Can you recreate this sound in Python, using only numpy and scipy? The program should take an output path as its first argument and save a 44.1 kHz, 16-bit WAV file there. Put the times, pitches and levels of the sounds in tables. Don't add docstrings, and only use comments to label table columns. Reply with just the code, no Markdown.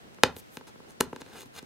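import sys
import numpy as np
from scipy import signal
from scipy.fft import rfft, irfft, next_fast_len
from scipy.io import wavfile

SR = 44100
rng = np.random.default_rng(int(sys.argv[2]) if len(sys.argv) > 2 else 0)


def dump_mix(stems):
    frames = np.atleast_2d(stems).T
    limited = np.clip(frames, -1, 1)
    pcm = np.round(limited * 32767).astype(np.int16)
    wavfile.write(sys.argv[1], SR, pcm)


N = 72765


def from_db(db):
    return 10 ** (np.asarray(db) / 20)


def rms_one(x):
    return x / np.sqrt(np.mean(x ** 2) + 1e-20)


def at_hz(where_hz, values, hz):
    return np.interp(np.log(hz), np.log(where_hz), values)


def drift(rate_hz):
    pole = np.exp(-2 * np.pi * rate_hz * 40 / SR)
    noise = rng.standard_normal(N // 40 + 2002)
    slow = signal.lfilter([1], [1, -2 * pole, pole * pole], noise)[2000:]
    slow = rms_one(slow - slow.mean())
    return np.interp(np.arange(N) / 40, np.arange(len(slow)), slow)


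def bands(noise):
    edges_hz = 24 * 2 ** np.arange(0, 9.6, .5)
    for k, (low, high) in enumerate(zip(edges_hz, edges_hz[1:])):
        band_pass = signal.butter(2, [low, high], "band", fs=SR, output="sos")
        yield np.sqrt(low * high), signal.sosfilt(band_pass, noise[k % 2])


def spread(mid, side, alike):
    alike = np.clip(alike, -1, 1)
    centre = np.sqrt(1 + alike) * mid
    wide = np.sqrt(1 - alike) * side * [[1], [-1]]
    return (centre + wide) / np.sqrt(2)


# f/Hz, level/dB
HISS_CENTRE = [(15, -41), (25, -15), (217, -0.5), (560, -5.5), (734, -9.5), (887, -13), (2160, -12.5),
               (2410, -13.5), (4030, -17.5), (16000, -30.5)]
# f/Hz, level/dB
HISS_WIDE = [(15, -37), (25, -12), (76, -3), (416, -4.5), (796, -8.5), (936, -12), (1020, -9),
             (14000, -32.5), (16000, -40.5)]
# t/s, level/dB, treble tilt above STIR_SPLIT_HZ/dB
STIR = [(0, -58.5, 0), (.2, -59.5, -1), (.4, -56, -1), (.6, -58, -2), (.8, -57, -2), (0.951, -56.5, -3.5),
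        (1.1, -57, -3), (1.25, -57.5, 0.5), (1.5, -63, 1.5), (1.65, -58.5, -0.5)]
STIR_SPLIT_HZ, STIR_LUMPY_DB = 930, 3.0
HISS_PATCHY_DB, HISS_WIDE_DB = 0.53, -53.5


def hiss():
    t, centre, wide = np.arange(N) / SR, 0, 0
    ride_s, level_db, treble_db = np.transpose(STIR)
    lumps = drift(10)
    for hz, (mid, side) in bands(rng.standard_normal((2, 2, N))):
        high = hz ** 2 / (hz ** 2 + STIR_SPLIT_HZ ** 2)
        moving_db = high * np.interp(t, ride_s, treble_db) + (1 - high) * STIR_LUMPY_DB * lumps
        centre_db = at_hz(*np.transpose(HISS_CENTRE), hz) + moving_db + HISS_PATCHY_DB * drift(8.4)
        wide_db = at_hz(*np.transpose(HISS_WIDE), hz) + HISS_PATCHY_DB * drift(11)
        centre = centre + mid * from_db(centre_db)
        wide = wide + side * from_db(wide_db)
    centre = rms_one(centre) * from_db(np.interp(t, ride_s, level_db))
    return centre + from_db(HISS_WIDE_DB) * rms_one(wide) * [[1], [-1]]


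# f/Hz, level/dB, t60/s
TAIL = [(117, -14, 0.42), (283, -15.5, 0.18), (799.4, -20.5, 0.23), (1980, -19, 0.19), (5070, -20, .16),
        (12220, -22, 0.11)]
TAIL_RISE_S, TAIL_LIKENESS = 0.0013, 0.75


def room(x):
    size = SR // 2
    t, tail = np.arange(size) / SR, 0
    hz, level_db, t60_s = np.transpose(TAIL)
    for centre_hz, (mid, side) in bands(rng.standard_normal((2, 2, size))):
        start_db = at_hz(hz, level_db, centre_hz) - 20
        fall_db = start_db - 60 * t / at_hz(hz, t60_s, centre_hz)
        tail = tail + from_db(fall_db) * spread(mid, side, TAIL_LIKENESS)
    tail = tail * np.clip(t / TAIL_RISE_S, 0, 1) ** 2
    return signal.fftconvolve(x[None], tail, axes=1)[:, :N]


COLOUR_HZ = [190, 450, 1150, 3000, 6500, 12000]


def colour_at(levels_db, hz):
    return at_hz(COLOUR_HZ, levels_db, hz)


# start t/s, strongest t/s, end t/s, six drive levels/dB (before the mode's own level)
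RUBS = [(0.354, 0.393, 0.41, -72, -58.5, -69, -81, -62, -50),
        (0.498, 0.553, 0.61, -72, -66.5, -68, -76, -69, -59),
        (0.666, 0.673, 0.71, -73, -60, -57.5, -61.5, -59.5, -67),
        (0.712, 0.719, 0.716, -59, -63, -67, -69.5, -69, -80),
        (0.87, 0.892, 0.95, -74, -80, -67.5, -81, -66.5, -73),
        (1.006, 0.997, 1.008, -56, -37, -44, -44, -37.5, -46),
        (1.199, 1.224, 1.215, -58, -43, -48, -50, -49.5, -57),
        (1.262, 1.289, 1.434, -79, -59, -62.5, -70, -69, -79),
        (1.307, 1.366, 1.395, -64, -56, -54, -57, -62, -68),
        (1.356, 1.405, 1.452, -66, -58, -64, -56, -54.5, -62),
        (1.448, 1.461, 1.482, -52, -60, -70, -68, -69, -69),
        (1.529, 1.565, 1.575, -77, -59, -55.5, -57, -55, -64),
        (1.563, 1.589, 1.6, -78, -66, -53.5, -46, -49, -60.5),
        (1.597, 1.609, 1.54, -63, -68, -60, -55, -83, -92)]
RUB_SWELL = 0.95
RUB_GRAIN_DB, RUB_FLUTTER_DB = 3.5, 0.5


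def rubs(modes_hz):
    t = np.arange(N) / SR
    swells = np.array([np.interp(t, row[:3], [0, 1, 0]) ** RUB_SWELL for row in RUBS])
    grain_lift_db = RUB_GRAIN_DB * rng.exponential(1, N)
    grains = rms_one(rng.standard_normal((2, N)) * from_db(grain_lift_db))
    grains = grains * from_db(RUB_FLUTTER_DB * drift(110))
    gains = from_db([colour_at(row[3:], modes_hz) for row in RUBS])
    mode_grains = grains[np.arange(len(modes_hz)) % 2]
    return (gains.T @ swells) * mode_grains


# t/s, six drive levels/dB (rms over PICK_SPAN_S, before the mode's own level),
# direction of push (+1 or -1)
PICKS = [(0.146, -78, -64.5, -68, -71, -65.5, -72, 1), (0.185, -63, -56.5, -56.5, -66, -84, -87, 1),
         (0.2346, -25, -19.5, -17, -20.5, -28, -36.5, -1), (0.2362, -41.5, -21, -27.5, -26.5, -29, -43, -1),
         (0.3653, -53.5, -46.5, -61, -53, -60, -57.5, -1),
         (0.5705, -45, -43.5, -47.5, -47, -52.5, -66.5, 1), (0.6101, -75, -52, -53, -66, -77, -87, 1),
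         (0.757, -54, -57.5, -59.5, -82, -84, -84, 1), (0.802, -56, -54, -59.5, -74, -85, -84, 1),
         (0.846, -72, -70, -61, -69, -78, -87, 1), (1.0042, -27.5, -27, -51.5, -45, -46, -52, -1),
         (1.0067, -42, -34.5, -37, -40.5, -41, -35, -1), (1.0071, -47.5, -38, -34.5, -34.5, -36, -51.5, -1),
         (1.0088, -33, -37.5, -23, -40.5, -31, -33.5, -1), (1.1292, -45, -38, -44, -58, -93, -77, -1),
         (1.1323, -70, -65, -61, -76, -66, -73, -1), (1.1616, -53.5, -46.5, -47.5, -55, -59.5, -66, -1),
         (1.2172, -48, -46.5, -51.5, -55, -56, -72, -1), (1.2627, -60, -53.5, -63, -63, -66.5, -77, 1),
         (1.431, -61, -55, -59, -73, -60, -69, 1), (1.459, -52.5, -66, -68, -69, -67, -71, 1),
         (1.627, -48.5, -51.5, -64, -71, -63, -69, 1)]
PICK_SPAN_S, PICK_SCATTER_DB = .01, 1.5


def picks(modes_hz):
    clicks = np.zeros((len(modes_hz), N))
    for s, *colour_db, way in PICKS:
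        luck_db = PICK_SCATTER_DB * rng.standard_normal(len(modes_hz))
        strength = from_db(colour_at(colour_db, modes_hz) + luck_db)
        clicks[:, int(s * SR)] += np.sign(way) * np.sqrt(PICK_SPAN_S * SR) * strength
    return clicks


# f/Hz, level/dB, t60/s
BOX = [(92.4, -4, 0.063), (149, -1, 0.053), (254, 3.5, 0.054), (376, 2, 0.046), (493, 2.5, 0.018),
       (874.6, 2, 0.031), (1025, 1, 0.018), (1372, -0.5, 0.017), (1580, 2, 0.016), (2090, -2, 0.0081),
       (2472, -1.5, 0.019), (2882, 0, 0.011), (3610, 1.5, 0.0067), (4180, 1.5, 0.011), (4940, -1.5, 0.0064),
       (6480, 2.5, 0.0029), (8250, 2, 0.0023), (9630, 4.5, .002), (12000, 3, 0.0024), (13900, -2, 0.0021)]
BOX_LOW_CUT_HZ = 83


def box():
    modes_hz = np.array([row[0] for row in BOX])
    pushes = rubs(modes_hz) + picks(modes_hz) + 1e-18
    ringing = np.zeros(N)
    for k, (hz, level_db, t60_s) in enumerate(BOX):
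        r, w = from_db(-60 / (t60_s * SR)), 2 * np.pi * hz / SR
        gain = (-1) ** k * from_db(level_db) * np.sin(w) * np.sqrt(1 - r * r)
        ringing += signal.lfilter([gain], [1, -2 * r * np.cos(w), r * r], pushes[k])
    low_cut = signal.butter(2, BOX_LOW_CUT_HZ, "high", fs=SR, output="sos")
    return signal.sosfilt(low_cut, ringing)


LEFT_LAG_S, PAN_DB = .000015, 0.4


def at_microphone(near):
    size = next_fast_len(N + 64)
    hz = np.arange(size // 2 + 1) * SR / size
    turn = np.exp(-1j * np.pi * hz * LEFT_LAG_S * np.array([[1], [-1]]))
    return irfft(rfft(near, size) * turn, size)[:, :N] * from_db([[PAN_DB], [-PAN_DB]])


def scene():
    near = box()
    return at_microphone(near) + room(near) + hiss()


CUTOFF_HZ = 16600


def record(dry):
    top_cut = signal.cheby2(16, 70, CUTOFF_HZ, fs=SR, output="sos")
    return signal.sosfilt(top_cut, np.clip(dry, -.95, .95))


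dry = scene()
out = record(dry)
dump_mix(out)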